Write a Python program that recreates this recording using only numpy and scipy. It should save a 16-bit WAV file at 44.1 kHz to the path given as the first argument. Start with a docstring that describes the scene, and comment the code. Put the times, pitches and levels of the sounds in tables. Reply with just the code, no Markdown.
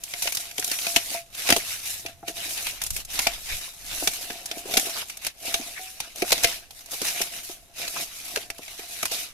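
"""Wet crackling, slaps and soft thuds: a hand turns and rubs salted raw fish in a metal bowl, outdoors.
Each stroke crackles as slime parts and salt grates on scales; tiny bubbles pop and trapped air squelches.
Pieces flop against the bowl, which is held by the rim and damped by its load, so it rings only briefly.
Behind it are the hush of a yard, light puffs of air on the microphone and a faint, passing low drone."""
import sys
import numpy as np
from scipy import signal
from scipy.fft import rfft, irfft, next_fast_len
from scipy.io import wavfile
from scipy.ndimage import uniform_filter1d, minimum_filter1d, map_coordinates

SR = 44100
rng = np.random.default_rng(int(sys.argv[2]) if len(sys.argv) > 2 else 0)


def inscribe(sig):
    """Save sig as 16-bit PCM at rate SR to the path in sys.argv[1].

    A 1-D sig is mono; a 2-D sig holds one channel per row.
    Samples are clipped to [-1, 1] before scaling.
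    """
    pcm = np.round(np.clip(np.atleast_2d(sig).T, -1, 1) * 32767)
    wavfile.write(sys.argv[1], SR, pcm.astype(np.int16))


N = 411453

# Levels in the tables are relative: each layer is turned up or down as it is mixed.
# The tone of each noise. Each row: frequency in Hz, level in dB.
YARD_TONE = [(30, 4), (100, -4), (330, -14), (1000, -17.5), (2800, -16), (13000, -51)]
WIND_TONE = [(20, -2.5), (42, 1.5), (65, -14), (110, -14), (200, -26.5), (500, -51)]
ROCKING_TONE = [(42, -3), (80, -18), (500, -55)]
PUSH_TONE = [(60, -9.5), (180, -4.5), (340, 0.5), (480, -2.5), (680, 4), (900, -12.5), (4000, -60)]
THUD_TONE = [(40, -34), (110, -12), (200, -4.5), (330, -1.5), (800, -4.5), (1100, -15), (1500, -16),
             (4000, -45)]
SMACK_TONE = [(300, -26), (800, -6), (1130, -11.5), (1450, -7), (1750, -7.5), (2350, -1), (3750, -5),
              (6200, -5), (9000, -48), (16000, -61)]
SPRAY_TONE = [(1500, -16), (3500, -5.5), (5500, -1), (6300, 2.5), (8000, -0.5), (11000, 2), (13500, -3),
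              (16000, -17)]
PUFF_TONE = [(25, 4.5), (60, -5), (120, -4.5), (250, -8), (600, -61)]
CRACKLE_TONE = [(300, -18.5), (850, -12.5), (1120, -12), (1400, -8.5), (1850, -6), (2400, 0), (2900, -1),
                (3280, -4), (3750, 1), (4400, -2.5), (6100, 1), (7700, -2.5), (11500, 1), (14000, -6),
                (16000, -19)]
# How alike left and right are. Each row: frequency in Hz, likeness (1 means the same).
STEREO_LIKENESS = [(40, 0.55), (130, 0.78), (300, 0.82), (700, 0.9), (1300, 0.25), (2500, 0.026)]
# Which side is louder. Each row: frequency in Hz, left minus right in dB.
STEREO_BALANCE = [(1300, 0), (1850, 2), (2500, 2), (3530, -0.5), (4870, -4), (6760, -1), (9780, 1),
                  (12100, 3.5), (15000, -1.5)]
# Echoes between bowl, arm and ground. Each row: frequency in Hz, seconds to fade by 60 dB.
ECHO_TIMES = [(200, 0.076), (1500, 0.069), (4000, 0.1), (12000, 0.031)]
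# Puffs of air on the microphone. Each row: peak time, rise and fall in seconds, level in dB.
AIR_PUFFS = [(2.91, 0.022, 0.068, -34), (3.25, 0.76, 0.41, -46.5), (3.54, 0.045, 0.048, -37),
             (3.85, 0.047, 0.31, -46)]
# The tones of the loaded bowl; the second is its main note. Each row: pitch in Hz, level in dB.
BOWL_TONES = [(337, -18.5), (686, 4), (1337, -14)]
# Pieces landing on the metal. Each row: start in seconds, thud level in dB,
# pitch of the hollow under the piece in Hz, ring level in dB, note of the bowl in Hz.
LANDINGS = [(0.137, -54, 520, -44.5, 705), (0.587, -41.5, 338, -43, 735), (0.712, -48.5, 500, -45, 682),
            (0.867, -49, 220, -33.5, 684), (0.961, -36, 352, -25, 697), (1.145, -43, 850, -31, 680),
            (1.491, -34, 450, -28, 691), (1.503, -29, 320, -29, 691), (1.523, -28, 297, -23, 698),
            (1.562, -32, 320, -35, 678), (2.05, -47.5, 278, -39.5, 680), (2.228, -45, 795, -38.5, 690),
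            (2.278, -44, 340, -58, 700), (2.296, -45.5, 363, -51, 674), (3.267, -32.5, 790, -27, 685),
            (4.024, -35.5, 325, -53, 740), (4.072, -41.5, 360, -37, 678), (4.301, -43.5, 234, -43, 706),
            (4.511, -47, 350, -39, 668), (4.569, -43.5, 355, -53, 630), (4.654, -42.5, 376, -50, 660),
            (4.738, -40, 520, -31.5, 703), (4.772, -32.5, 376, -32.5, 776), (4.868, -42.5, 384, -36, 672),
            (5.541, -47, 538, -36.5, 680), (5.596, -42, 282, -54, 685), (5.793, -54, 620, -36, 748),
            (6.222, -28.5, 400, -29.5, 678), (6.323, -28, 780, -32, 686), (6.443, -32.5, 445, -23, 683),
            (7.016, -37.5, 310, -46, 630), (7.204, -39, 401, -39, 677), (7.494, -45.5, 363, -51, 690),
            (8.369, -35, 398, -55, 675), (8.5, -51, 500, -43, 680), (8.59, -47.5, 397, -48, 706),
            (8.791, -48, 366, -47, 750), (9.029, -40, 300, -42, 654), (9.114, -44, 500, -39, 680)]
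# Air squeezed through slime. Each row: middle in seconds, pitch in Hz, level in dB, half-length in seconds.
AIR_SQUELCHES = [(1.171, 2300, -44.5, 0.035), (1.604, 2110, -38, 0.0082), (2.681, 2600, -39.5, 0.0387),
                 (4.973, 1334, -41, 0.013), (5.026, 1210, -43, 0.0073), (5.778, 2030, -39.5, 0.015),
                 (6.94, 620, -50, 0.018), (4.698, 561, -46.5, 0.041), (7.97, 1150, -36.5, 0.0077)]
# Sharp wet slaps. Each row: start in seconds, smack level in dB, spray level in dB, air pocket pitch in Hz.
WET_SLAPS = [(0.036, -49, -28.5, 5900), (0.136, -28.5, -37, 2180), (0.221, -27.5, -24, 3900),
             (0.273, -22.5, -32, 2780), (0.322, -35.5, -25, 2300), (0.349, -40, -24, 6200),
             (0.37, -26.5, -26.5, 4960), (0.511, -40, -39.5, 2400), (0.58, -27.5, -28, 3100),
             (0.595, -45, -24.5, 6500), (0.625, -30, -42, 1700), (0.643, -39, -22, 6100),
             (0.677, -41, -27, 5200), (0.714, -26, -23.5, 4450), (0.787, -30.5, -32, 2830),
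             (0.867, -24.5, -29, 2500), (0.961, -10.5, -15, 2980), (1.348, -38, -37, 7000),
             (1.489, -19, -23, 1400), (1.502, -13, -16, 1440), (1.523, -13, -17.5, 2000),
             (1.563, -20.5, -21.5, 3600), (2.061, -32, -35, 2380), (2.28, -31.5, -32.5, 2730),
             (2.667, -26, -31, 3460), (2.816, -29.5, -26, 3600), (2.836, -47, -25.5, 6460),
             (2.864, -33, -28, 6480), (2.904, -37, -25, 5700), (2.963, -34.5, -27, 2340),
             (3.049, -63, -36, 7000), (3.19, -19.5, -20.5, 990), (3.269, -17.5, -23, 2470),
             (4.073, -17.5, -18.5, 3550), (4.302, -32, -48, 1600), (4.457, -39, -29, 5950),
             (4.513, -27, -33.5, 3470), (4.738, -24.5, -25, 3720), (4.769, -16, -23, 3700),
             (4.772, -19, -16, 3870), (4.796, -30, -24, 6700), (5.097, -33.5, -34, 2700),
             (5.17, -45, -35, 3555), (5.247, -33, -30.5, 2300), (5.266, -25, -23.5, 6840),
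             (5.541, -20.5, -22.5, 3870), (6.002, -26.5, -28, 6140), (6.158, -44, -37, 3000),
             (6.22, -24, -29, 2345), (6.305, -25, -29, 700), (6.319, -17, -16.5, 4460),
             (6.326, -17, -19, 4220), (6.378, -29, -34, 4400), (6.434, -22, -19.5, 6200),
             (6.443, -11, -16, 2170), (6.707, -42, -42.5, 3260), (6.859, -57, -40.5, 5500),
             (7.016, -30, -27, 5900), (7.215, -24, -21.5, 5500), (7.878, -30.5, -31, 4200),
             (8.359, -22.5, -29, 1590), (8.373, -30, -35, 2600), (8.501, -29.5, -32, 1820),
             (8.582, -44.5, -40.5, 3000), (8.679, -38.5, -44, 2110), (8.792, -37, -40.5, 2400),
             (9.028, -24.5, -26, 1290), (9.054, -26, -24.5, 1400), (9.116, -32, -29.5, 4370)]
# Strokes of the hand. Each row: fastest moment, rise and fall in seconds, crackle level in dB,
# hollowness under the palm in dB, push on the metal in dB.
STROKES = [(0.12, 0.1, 0.09, -36, 0, -60), (0.26, 0.1, 0.062, -26.5, 0.5, -46),
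           (0.37, 0.06, 0.16, -33.5, 0.5, -55), (0.69, 0.1, 0.043, -30, -2.5, -49.5),
           (0.91, 0.28, 0.17, -26, 0, -51), (1.125, 0.089, 0.08, -28.5, 0, -47),
           (1.38, 0.042, 0.097, -37, -0.5, -58), (1.5, 0.12, 0.17, -25.5, 1.5, -50),
           (1.72, 0.11, 0.11, -28, 0.3, -62), (1.89, 0.06, 0.14, -29.5, 0, -54),
           (2.08, 0.11, 0.057, -44, 6.5, -50), (2.285, 0.017, 0.042, -33, 1, -49),
           (2.38, 0.044, 0.14, -33.5, 3.5, -50), (2.49, 0.11, 0.32, -31.5, 1.5, -51),
           (2.68, 0.11, 0.086, -30, 0.5, -50.5), (2.845, 0.039, 0.055, -33, 1, -57),
           (2.975, 0.06, 0.049, -30.5, -1.5, -51.5), (3.15, 0.05, 0.24, -28, 3.5, -49),
           (3.555, .16, 0.16, -30.5, 2.3, -59), (3.98, 0.16, 0.34, -28, 1, -48.5),
           (4.22, 0.049, 0.45, -38, 3.5, -48), (4.58, 0.098, 0.071, -38.5, 1, -46),
           (4.77, 0.093, 0.21, -27, 1, -39), (4.983, 0.063, 0.047, -29, 3.5, -62),
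           (5.1, 0.094, 0.087, -41.5, 0.5, -59), (5.26, 0.054, 0.05, -35.5, 3.5, -51),
           (5.5, 0.089, 0.2, -29.5, 1.5, -41), (5.77, 0.23, 0.34, -38.5, 0.5, -70),
           (6.04, 0.05, 0.11, -42.5, 7.5, -53.5), (6.175, 0.025, 0.26, -35, 1.5, -44.5),
           (6.34, 0.085, 0.2, -28, 1.5, -42), (6.51, 0.061, 0.084, -29.5, 4.5, -46),
           (6.79, 0.07, 0.057, -43.5, 0.5, -70), (6.92, 0.03, 0.25, -34.5, -2, -53.5),
           (7.07, 0.057, 0.074, -23, 1.5, -50), (7.22, 0.25, 0.075, -27.5, 1.5, -44),
           (7.349, 0.07, 0.12, -32.5, 1.5, -54), (7.5, 0.11, 0.084, -36.5, 0.5, -61),
           (7.815, 0.052, 0.081, -32, 4, -46), (8.015, 0.15, 0.051, -28, 1.5, -43.5),
           (8.17, 0.094, 0.21, -36.5, 1, -65), (8.36, 0.13, 0.11, -35, 2, -48),
           (8.7, 0.16, 0.27, -40.5, 1.5, -58), (9.04, 0.23, 0.08, -33, 1, -56),
           (9.16, 0.057, 0.11, -27, 2, -46)]

SWELL_DB, SWELL_ROUNDNESS = 12.5, 1.73  # how far a swell climbs over its rise; how round its top is
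BREEZE_DB, REST_CRACKLE_DB, REST_PUSH_DB = -64.5, -55.5, -64  # what is left between puffs and strokes
NOTE_WIDTH_HZ, SLIDING_WIDTH_HZ = 26, 36  # bowl damping: under the heaviest piece, under sliding flesh
FREER_PER_DB = 0.06  # a lighter landing damps the note less
POPS_PER_S, POP_HZ, POP_SCATTER_OCTAVES, POP_FADE_CYCLES = 110, 4200, 0.7, 2.6
TOP_HZ = 15600  # treble limit


def amp(db):
    """Turn decibels into a gain to multiply by."""
    return 10 ** (np.asarray(db) / 20)


def unit(x):
    """Scale a signal to an average power of 1."""
    return x / np.sqrt(np.mean(x ** 2) + 1e-20)


def along(points, hz):
    """Read between the rows of a (Hz, value) table, on a log frequency scale."""
    freqs, values = np.transpose(points)
    return np.interp(np.log(hz + 1), np.log(freqs + 1), values)


def wobble(rate, size=N):
    """A smooth curve through `rate` random points a second."""
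    points = rng.standard_normal(int(size * rate / SR) + 4)
    return map_coordinates(points, [np.arange(size) * rate / SR])


def noise(size=N):
    """Two unrelated channels of white noise."""
    return rng.standard_normal((2, size))


def filtered(x, response):
    """Multiply each frequency in x by response(hz)."""
    n = x.shape[-1]
    padded = next_fast_len(n + 8192, True)
    return irfft(rfft(x, padded) * response(np.fft.rfftfreq(padded, 1 / SR)), padded)[..., :n]


def coloured(x, tone, size=2048):
    """Shape x with a tone table, using a filter that keeps the power of white noise."""
    cepstrum = irfft(np.log(amp(along(tone, np.fft.rfftfreq(size, 1 / SR)))))
    cepstrum[1:size // 2] *= 2  # folded so that the filter never sounds ahead of a hit
    cepstrum[size // 2 + 1:] = 0
    kernel = irfft(np.exp(rfft(cepstrum)))
    return signal.oaconvolve(x, kernel[None] / np.linalg.norm(kernel), axes=1)[:, :x.shape[-1]]


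def resonance(hz, centre_hz, width_hz):
    """A filter that favours one pitch, as a pocket of air does."""
    return 1j * hz * width_hz / (centre_hz ** 2 - hz ** 2 + 1j * hz * width_hz)


def spread(pair):
    """Make left and right from two signals: alike in the bass, scattered by the bowl in the treble."""
    def weights(hz):
        angle = np.arccos(np.clip(along(STEREO_LIKENESS, hz), -1, 1)) / 2
        return np.array([np.cos(angle), np.sin(angle)])
    mid, side = filtered(pair, weights)
    return np.array([mid + side, mid - side])


def add(track, s, sound):
    """Mix a sound into the track, starting at s seconds."""
    start = max(round(s * SR), 0)
    part = track[:, start:start + sound.shape[-1]]
    part += sound[..., :part.shape[-1]]


def swell(peak_s, rise_s, fall_s):
    """A gain that climbs to 1 at peak_s and falls away again."""
    t = np.arange(N) / SR - peak_s
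    away = np.maximum(-t / rise_s, t / fall_s)
    gain, near = np.zeros(N), away < 4
    gain[near] = amp(-SWELL_DB * away[near] ** SWELL_ROUNDNESS)
    return gain


def grains(per_s, scatter_db, life_s):
    """Crackle: tiny bursts of random size, each rattling briefly round the bowl."""
    sizes = amp(scatter_db * np.minimum(rng.exponential(size=N), 4))
    sizes *= rng.random(N) < per_s / SR
    power = signal.lfilter([1], [1, -np.exp(-2 / (life_s * SR))], sizes ** 2)
    return unit(np.sqrt(power) * noise())


def burst(hold_s, fade_s, rise_s):
    """Noise that sputters while wet flesh closes on the metal, then dies away."""
    t = np.arange(SR // 20) / SR
    shape = (1 - np.exp(-t / rise_s)) * np.exp(-np.maximum(t - hold_s, 0) / fade_s)
    sputter = shape * amp(2.45 * wobble(916, size=len(t)))
    return noise(len(t)) * sputter * np.linalg.norm(shape) / np.linalg.norm(sputter)


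def patchy(x, patch_db, width_hz, length_s):
    """The tone drifts as the fingers open and close gaps between the pieces."""
    hz, t, spectrum = signal.stft(x, SR, nperseg=256)
    rows, cols = hz / width_hz, t / length_s
    points = rng.standard_normal((int(rows[-1]) + 2, int(cols[-1]) + 2))
    drift = map_coordinates(points, np.meshgrid(rows, cols, indexing="ij"))
    depth_db = patch_db / (1 + hz[:, None] / 7000)
    return signal.istft(spectrum * amp(depth_db * drift), SR, nperseg=256)[1][:, :N]


def outdoors():
    """The quiet hush of the yard, and light air rumbling on the microphone."""
    puff_power = sum((amp(db) * swell(s, rise, fall)) ** 2 for s, rise, fall, db in AIR_PUFFS)
    wind_gain = np.sqrt(amp(BREEZE_DB) ** 2 + puff_power)
    hush = coloured(spread(noise()), YARD_TONE)
    rumble = coloured(spread(noise()), WIND_TONE, size=8192)
    return amp(-59) * hush + wind_gain * amp(1.7 * wobble(16)) * rumble * amp([[1], [-1]])


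def drone():
    """A faint, narrow band of low noise swells and fades once."""
    band = filtered(noise(), lambda hz: resonance(hz, centre_hz=98, width_hz=43) ** 2)
    return amp(-58) * swell(peak_s=2.08, rise_s=0.94, fall_s=0.94) * unit(spread(band))


def echoes(x, block=8192):
    """Nearby surfaces give a short echo; each block gets a new one, as the arm moves."""
    out = np.zeros((2, N))
    for start in range(0, N, block):
        hz, t, spectrum = signal.stft(noise(block), SR, nperseg=256)
        fade = amp(-60 * t / along(ECHO_TIMES, hz)[:, None])
        tail = spread(signal.istft(spectrum * fade, SR, nperseg=256)[1])
        tail /= np.linalg.norm(tail[0])
        add(out, start / SR + .005, signal.fftconvolve(x[:, start:start + block], tail, axes=1))
    return out


def after_landings(db, fade_s):
    """A gain that jumps at each landing, in step with its thud, and dies away."""
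    gain = np.zeros((1, N))
    t = np.arange(SR) / SR
    for s, thud_db, *_ in LANDINGS:
        add(gain, s, amp(thud_db + db) * np.exp(-t / fade_s))
    return gain


def rocking():
    """Each landing rocks the bowl in the hand, leaving a faint low shudder."""
    return after_landings(db=-23.5, fade_s=0.12) * coloured(noise(), ROCKING_TONE, size=8192)


def bowl(force, note_hz, width_hz):
    """The bowl rings when pushed. Its load shifts all its tones together; more width means a shorter ring."""
    t = np.arange(SR // 5) / SR
    shift = note_hz / BOWL_TONES[1][0]
    ring = sum(amp(db) * np.sin(2 * np.pi * shift * hz * t) for hz, db in BOWL_TONES)
    ring *= np.exp(-np.pi * width_hz * t) * (1 - np.exp(-t / 0.00052))
    return signal.oaconvolve(force, ring[None] / np.linalg.norm(ring), axes=1)[:, :N]


def sliding(push):
    """Flesh that is pushed, or slides on after landing, sticks and slips and keeps the bowl humming."""
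    bumps = spread(grains(per_s=260, scatter_db=3, life_s=0.0036))
    gain = np.hypot(push, after_landings(db=-5.5, fade_s=0.022))
    scuff = gain * unit(coloured(bumps, PUSH_TONE))
    hum = bowl(gain * unit(bumps), BOWL_TONES[1][0], SLIDING_WIDTH_HZ)
    return amp(-5.5) * scuff + amp(-3.5) * hum


def flops():
    """A landing piece gives a dull thud, pitched by the hollow under it, and a short note of the bowl."""
    out = np.zeros((2, N))
    heaviest_db = max(row[1] for row in LANDINGS)
    for s, thud_db, hollow_hz, ring_db, note_hz in LANDINGS:
        thud = coloured(burst(hold_s=0.0029, fade_s=0.0052, rise_s=0.00042), THUD_TONE)
        thud = filtered(thud, lambda hz: 0.4 + resonance(hz, hollow_hz, width_hz=140))
        add(out, s, amp(thud_db + 32.5) * thud / np.linalg.norm(thud, axis=1, keepdims=True))
        width_hz = NOTE_WIDTH_HZ * np.exp(FREER_PER_DB * (thud_db - heaviest_db))
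        add(out, s, amp(ring_db + 27) * bowl(np.array([[1], [.3]]), note_hz, width_hz))
    return spread(out)


def squelches():
    """Air sputters out of a narrowing gap in the slime, so its pitch climbs."""
    out = np.zeros((2, N))
    t = np.arange(-SR // 12, SR // 12) / SR
    for s, hz, db, half_s in AIR_SQUELCHES:
        flutter = filtered(noise(len(t)), lambda f: 1 / (1 + 1j * f / 340) ** 2)
        pitch_hz = hz * (1 + 0.039 * np.tanh(t / half_s))
        sputter = unit(flutter * np.sin(2 * np.pi * np.cumsum(pitch_hz) / SR))
        add(out, s + t[0], amp(db + 5) * np.exp(-(t / half_s) ** 2) * sputter)
    return spread(out)


def slaps():
    """Wet flesh smacks down and squeezes out a spray and a puff; trapped air gives each smack a pitch."""
    smack, spray = np.zeros((2, 2, N))
    for s, smack_db, spray_db, pocket_hz in WET_SLAPS:
        hit = burst(hold_s=0.0033, fade_s=0.0041, rise_s=0.00033)
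        hit = filtered(hit, lambda hz: 0.92 + 1.43 * resonance(hz, pocket_hz, width_hz=300))
        add(smack, s, amp(smack_db + 1.5) * hit)
        add(spray, s, amp(spray_db + 2) * burst(hold_s=0.0041, fade_s=0.0042, rise_s=0.00053))
    smack = spread(smack)
    puff = amp(-19) * coloured(smack, PUFF_TONE)
    splat = coloured(smack, SMACK_TONE) + coloured(spread(spray), SPRAY_TONE)
    return patchy(splat, patch_db=2, width_hz=295, length_s=.04) + puff


def pops(gain):
    """Tiny bubbles in the slime burst under the rubbing, each a pitched tick."""
    out = np.zeros((2, N))
    t = np.arange(SR // 100) / SR
    bubbles = rng.random((3000, 4))[:int(POPS_PER_S * N / SR)]
    for when, pitch, size, pan in bubbles:
        octaves = POP_SCATTER_OCTAVES * np.log(pitch / (1 - pitch)) / 2
        hz = min(POP_HZ * 2 ** octaves, TOP_HZ)
        tick = np.sin(2 * np.pi * hz * t) * np.exp(-hz * t / POP_FADE_CYCLES) * np.sqrt(hz / POP_HZ)
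        sides = np.array([[np.cos(pan * np.pi / 2)], [np.sin(pan * np.pi / 2)]])
        add(out, when * N / SR, amp(-4 + 15.8 * size ** 2) * sides * tick)
    return gain * out


def hand():
    """The strokes overlap into three curves: crackle gain, hollowness in dB and push gain."""
    crackle, hollow, push = np.zeros((3, N))
    for s, rise, fall, crackle_db, hollow_db, push_db in STROKES:
        effort = swell(s, rise, fall) ** 2
        power = effort * amp(crackle_db) ** 2
        crackle += power
        hollow += power * hollow_db
        push += effort * amp(push_db) ** 2
    crackle += amp(REST_CRACKLE_DB) ** 2  # the pieces keep settling between strokes
    return np.sqrt(crackle), hollow / crackle, np.sqrt(push + amp(REST_PUSH_DB) ** 2)


def rubbing(gain, hollow_db):
    """Films of slime part and salt grates on scales; hollows under the palm deepen the sound."""
    fine = amp(-4.5) * grains(per_s=4300, scatter_db=-4.5, life_s=0.0063)
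    coarse = amp(-7) * grains(per_s=170, scatter_db=5, life_s=0.023)
    ticks = amp(-12) * grains(per_s=110, scatter_db=2.5, life_s=0.0016)  # sticky threads letting go
    crackle = coloured(spread(fine + coarse + ticks), CRACKLE_TONE)
    crackle = unit(patchy(crackle, patch_db=4, width_hz=343, length_s=.028))
    lows = filtered(crackle, lambda hz: 1 / (1 + (hz / 4500) ** 4))
    highs = crackle - lows
    tilt_db = hollow_db + 1.5 * wobble(22)
    grip = amp(-1.35 + 0.88 * wobble(35))  # the skin grips and lets go unevenly
    return grip * gain * (lows * amp(1.4 * tilt_db) + highs * amp(-.4 * tilt_db))


def scene():
    """Mix the fish and bowl, their short echo, the yard and the drone."""
    crackle_gain, hollow_db, push = hand()
    fish = rubbing(crackle_gain, hollow_db) + pops(crackle_gain) + sliding(push)
    fish += slaps() + squelches() + flops() + rocking()
    fish += amp(-14) * echoes(fish)
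    fish = filtered(fish, lambda hz: amp(along(STEREO_BALANCE, hz) * np.array([[.5], [-.5]])))
    return fish + outdoors() + drone()


def record(dry):
    """Dip the level for a few milliseconds round any peak above the ceiling, then cut the top treble."""
    ceiling = .93
    needed = np.minimum(1, ceiling / (np.abs(dry).max(axis=0) + 1e-9))
    gain = uniform_filter1d(minimum_filter1d(needed, size=161), size=81)
    return filtered(dry * gain, lambda hz: 1 / np.sqrt(1 + (hz / TOP_HZ) ** 120))


dry = scene()
out = record(dry)
inscribe(out)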